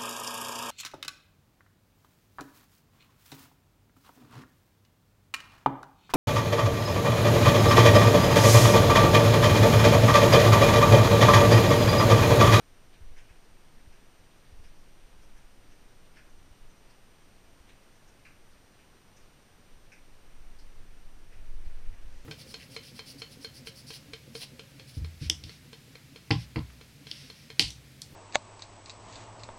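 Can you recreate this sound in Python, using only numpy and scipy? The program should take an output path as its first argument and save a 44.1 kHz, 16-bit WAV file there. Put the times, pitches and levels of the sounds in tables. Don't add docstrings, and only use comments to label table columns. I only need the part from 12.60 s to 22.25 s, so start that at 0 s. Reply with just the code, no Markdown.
import sys
import numpy as np
from scipy import signal
from scipy.fft import rfft, irfft, next_fast_len
from scipy.io import wavfile
from scipy.ndimage import uniform_filter1d

SR = 44100
rng = np.random.default_rng(int(sys.argv[2]) if len(sys.argv) > 2 else 0)


def master(y):
    cut = np.clip(np.atleast_2d(y).T, -1, 1)
    pcm = np.round(cut * 32767)
    wavfile.write(sys.argv[1], SR, pcm.astype(np.int16))


N = 425565

# (frequency [Hz], relative spectral density [dB])
HISS_SPECTRUM = [(20, 2), (45, -13.5), (90, -9.5), (130, -11.5), (250, -14.5), (600, -19), (1150, -22.5),
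                 (1620, -23.5), (2000, -25), (2550, -25.5), (3500, -28.5), (5800, -31.5), (7200, -35.5),
                 (11500, -41), (14800, -49)]
# (harmonic number [-], rms level [dB])
WHINE_HARMONICS = [(1, -84.5), (2, -79.5), (3, -76.5), (4, -84), (5, -82.5)]
# (frequency [Hz], relative spectral density [dB])
CLOTH_SPECTRUM = [(200, -0.5), (450, -0.5), (1100, -9.5), (1650, -2), (2600, -4), (3600, -13),
                  (5300, -18.5), (9000, -23), (14000, -48)]
# (time [s], level [dB])
RUB_ENVELOPE = [(0, -79), (7.3, -83.5), (8.1, -68.5), (8.5, -74), (8.9, -72), (9.15, -66), (9.45, -69),
                (9.57, -65), (9.65, -67)]
# (time [s], level [dB])
SWISH_ENVELOPE = [(0, -110), (9.3, -100), (9.5, -78), (9.57, -70), (9.65, -71)]
# (time [s], effort level [dB])
HAND_MOTION = [(0.0, -57), (0.54, -60), (0.88, -59), (1.29, -57), (1.64, -64), (2.15, -55.5), (3.39, -59),
               (3.87, -62), (4.27, -62), (5.75, -65.5), (6.07, -69), (7.01, -67.5), (7.85, -47),
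               (8.09, -47), (8.71, -49), (8.97, -36.5), (9.65, -50.5)]
# (time [s], duration [s], effort level [dB])
GRIP_SURGES = [(0.404, 0.16, -46.5), (1.196, 0.07, -58), (1.927, 0.14, -50), (2.577, 0.18, -55.5),
               (3.697, 0.093, -53), (3.993, 0.05, -52), (5.754, 0.16, -60.5), (6.563, 0.08, -60),
               (7.058, 0.18, -58), (8.817, 0.13, -42), (9.078, 0.13, -40.5), (9.251, 0.049, -34.5),
               (9.416, 0.096, -42.5)]
# (frequency [Hz], relative spectral density [dB])
RUMBLE_SPECTRUM = [(12, -1), (20, 4), (30, 4), (40, -2), (50, -8), (65, -11), (84, -11), (105, -24.5),
                   (150, -31.5), (300, -47), (2000, -100)]
# (time [s], peak level [dB])
FINGER_BUMPS = [(0.406, -42.5), (0.512, -47), (0.702, -48), (1.27, -46), (1.92, -44.5), (1.99, -47),
                (3.779, -50), (3.905, -47.5), (4.999, -50), (9.279, -43)]
# (delay [s], gain [-])
WALL_ECHOES = [(0.0028, 0.5), (0.0088, 0.6), (0.0145, 0.65), (0.0168, 0.6), (0.022, 0.35)]
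# (time [s], frequency [Hz], level [dB])
HIGH_TICKS = [(0.574, 10200, -84), (2.035, 9700, -81), (2.625, 10000, -83), (2.768, 10000, -82),
              (3.690, 6160, -77), (4.095, 6160, -76), (4.170, 5900, -78), (4.746, 4200, -81),
              (5.355, 6240, -81), (5.89, 10000, -83), (6.515, 9800, -85), (7.322, 10400, -87)]
# (frequency [Hz], bandwidth [octaves], level relative to the plop [dB])
MICROPHONE_RESONANCES = [(1625, 0.27, -6.5), (2457, 0.18, -7)]
# (time [s], plop frequency [Hz], plop level [dB], spatter frequency [Hz], spatter level [dB])
NEAR_DROPS = [(0.331, 2930, -67.5, 5100, -80), (0.565, 1860, -64.5, 5560, -75),
              (0.579, 2570, -66, 5760, -72), (0.692, 2080, -68, 5200, -84), (1.328, 1700, -70, 5700, -79),
              (2.041, 2600, -70, 5340, -72), (2.623, 1670, -75, 5420, -75), (2.767, 1880, -72, 5600, -77),
              (3.112, 2000, -74, 5600, -76), (3.559, 2380, -66.5, 5070, -73), (3.57, 1720, -62, 5190, -75),
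              (4.296, 2320, -72, 4950, -73.5), (5.077, 1810, -73, 3600, -74), (5.091, 2270, -68, 3700, -72),
              (5.476, 1910, -75, 5760, -73.5), (5.652, 2300, -60, 4370, -74), (5.656, 1600, -67, 5300, -80),
              (5.945, 1630, -73, 5000, -84), (6.191, 2230, -69, 4370, -88), (6.563, 2220, -74, 5740, -70.5),
              (7.319, 2300, -59.5, 5530, -69), (7.987, 1860, -77, 4770, -67.5),
              (8.723, 1890, -68, 5200, -79), (9.048, 2110, -70, 4330, -74), (9.329, 2200, -69, 5680, -80)]


def from_db(db):
    return 10 ** (np.asarray(db) / 20)


def unit_rms(x):
    return x / np.sqrt(np.mean(x ** 2) + 1e-20)


def envelope(rows):
    return from_db(np.interp(np.arange(N) / SR, *np.transpose(rows)))


def add(out, start_s, sound):
    at = max(0, round(start_s * SR))
    out[at:at + len(sound)] += sound[:max(0, N - at)]


def at_level(sound, db):
    head = sound[:round(.055 * SR)]
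    return from_db(db) * sound / np.sqrt(np.mean(head ** 2))


def band(x, hz, octaves, order=2):
    edges = np.clip(hz * 2 ** (np.array([-.5, .5]) * max(octaves, .05)), 5, .45 * SR)
    return signal.sosfilt(signal.butter(order, edges, "band", fs=SR, output="sos"), x + 1e-18)


def coloured_noise(spectrum):
    hz, db = np.transpose(spectrum)
    size = next_fast_len(N)
    f = np.maximum(np.arange(size // 2 + 1) * SR / size, 1)
    gain = from_db(np.interp(np.log(f), np.log(hz), db)) * (f > hz[0])
    return unit_rms(irfft(rfft(rng.standard_normal(size)) * gain, size)[:N])


def hiss(level_db=-60):
    return from_db(level_db) * coloured_noise(HISS_SPECTRUM)


def converter_whine(pitch_hz=2926.5, sag_hz=277, dip_db=-5.0, frame_hz=29.97, sag_share=0.07):
    sagging = (np.arange(N) / SR * frame_hz) % 1 < sag_share
    phase = 2 * np.pi * np.cumsum(pitch_hz - sag_hz * sagging) / SR
    strength = from_db(dip_db * uniform_filter1d(sagging.astype(float), size=60))
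    tone = sum(np.sqrt(2) * from_db(db) * np.sin(round(k) * phase) for k, db in WHINE_HARMONICS)
    return strength * tone


def sleeve_rustle(grain_db=2.0):
    slips = unit_rms(uniform_filter1d(rng.standard_normal(N), size=300))
    rub = envelope(RUB_ENVELOPE) * coloured_noise(CLOTH_SPECTRUM)
    swish = envelope(SWISH_ENVELOPE) * unit_rms(band(rng.standard_normal(N), hz=5300, octaves=0.93))
    return (rub + swish) * unit_rms(from_db(grain_db * slips))


def hand_effort(attack_s=0.033, release_s=0.048):
    t = np.arange(N) / SR
    power = envelope(HAND_MOTION) ** 2
    for start_s, length_s, db in GRIP_SURGES:
        attack = np.clip((t - start_s) / attack_s, 0, 1)
        release = np.exp(-np.maximum(t - start_s - length_s, 0) / release_s)
        power += (from_db(db) * attack * release) ** 2
    return np.sqrt(power)


def handling(rumble_db=-61.5, calm_db=-59, shake_slope=0.84, sway_db=5.0, bump_hz=55, uneven_db=2.0):
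    unsteady = unit_rms(band(rng.standard_normal(N), hz=6.35, octaves=0.97))
    effort_db = 20 * np.log10(hand_effort()) + uneven_db * unsteady
    shake = coloured_noise(RUMBLE_SPECTRUM)
    even_shake = shake / np.sqrt(uniform_filter1d(shake ** 2, size=4000) + 1e-6)
    rumble = from_db(rumble_db + shake_slope * (effort_db - calm_db)) * even_shake
    tremor = band(rng.standard_normal(N), hz=12, octaves=0.36, order=3)
    even_tremor = np.cos(np.angle(signal.hilbert(tremor)))
    sway = from_db(effort_db + sway_db) * unit_rms(band(even_tremor, hz=11.58, octaves=0.92))
    thud = band(signal.unit_impulse(SR // 4), bump_hz, octaves=1.47, order=3)
    out = rumble + sway
    for start_s, db in FINGER_BUMPS:
        add(out, start_s, from_db(db) * thud / np.abs(thud).max())
    return out


def passage_response(t60_s, diffuse_db):
    t = np.arange(SR // 2) / SR
    build_up = 1 - np.exp(-t / 0.0023)
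    scatter = rng.standard_normal(len(t)) * from_db(-60 * t / t60_s) * build_up
    paths = from_db(diffuse_db) * scatter / np.linalg.norm(scatter)
    paths[0] += 1
    for delay_s, gain in WALL_ECHOES:
        add(paths, delay_s * rng.uniform(.92, 1.08), np.array([gain]))
    return paths


def far_drips(count=30):
    out = np.zeros(N)
    for when, pitch, size in rng.random((count, 3)):
        drop = band(passage_response(t60_s=0.3, diffuse_db=6.0), hz=1600 * 4 ** pitch, octaves=0.5)
        level_db = -76 - 5 * pitch + 3 * size
        add(out, when * N / SR, at_level(drop, level_db))
    return out


def high_ticks():
    out = np.zeros(N)
    for start_s, hz, db in HIGH_TICKS:
        tick = band(passage_response(t60_s=0.17, diffuse_db=0.0), hz, octaves=0.15, order=3)
        add(out, start_s, at_level(tick, db))
    return out


def near_drips(plop_octaves=0.16, blur_octaves_per_db=0.09, crack_db=-3.0):
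    out = np.zeros(N)
    for start_s, plop_hz, plop_db, spatter_hz, spatter_db in NEAR_DROPS:
        far_db = 0.5 * (-54 - plop_db)
        plop_paths = passage_response(t60_s=0.32, diffuse_db=4 + far_db)
        spatter_paths = passage_response(t60_s=0.21, diffuse_db=12.0)
        plop = band(plop_paths, plop_hz, plop_octaves + blur_octaves_per_db * far_db, order=3)
        add(out, start_s, at_level(plop, plop_db))
        for hz, octaves, db in MICROPHONE_RESONANCES:
            colour = band(passage_response(t60_s=0.31, diffuse_db=10.0), hz, octaves, order=3)
            add(out, start_s, at_level(colour, plop_db + db))
        spatter = band(spatter_paths, spatter_hz, octaves=0.48, order=3)
        add(out, start_s, at_level(spatter, spatter_db))
        crack = band(spatter_paths, hz=4600, octaves=1.8)
        add(out, start_s, at_level(crack, spatter_db + crack_db))
    return out


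def scene():
    water = near_drips() + high_ticks() + far_drips()
    background = hiss() + converter_whine() + handling() + sleeve_rustle()
    return (water + background)[None]


def record(dry, cutoff_hz=15000):
    return signal.sosfilt(signal.ellip(12, .1, 70, cutoff_hz, fs=SR, output="sos"), dry)


dry = scene()
out = record(dry)
master(out)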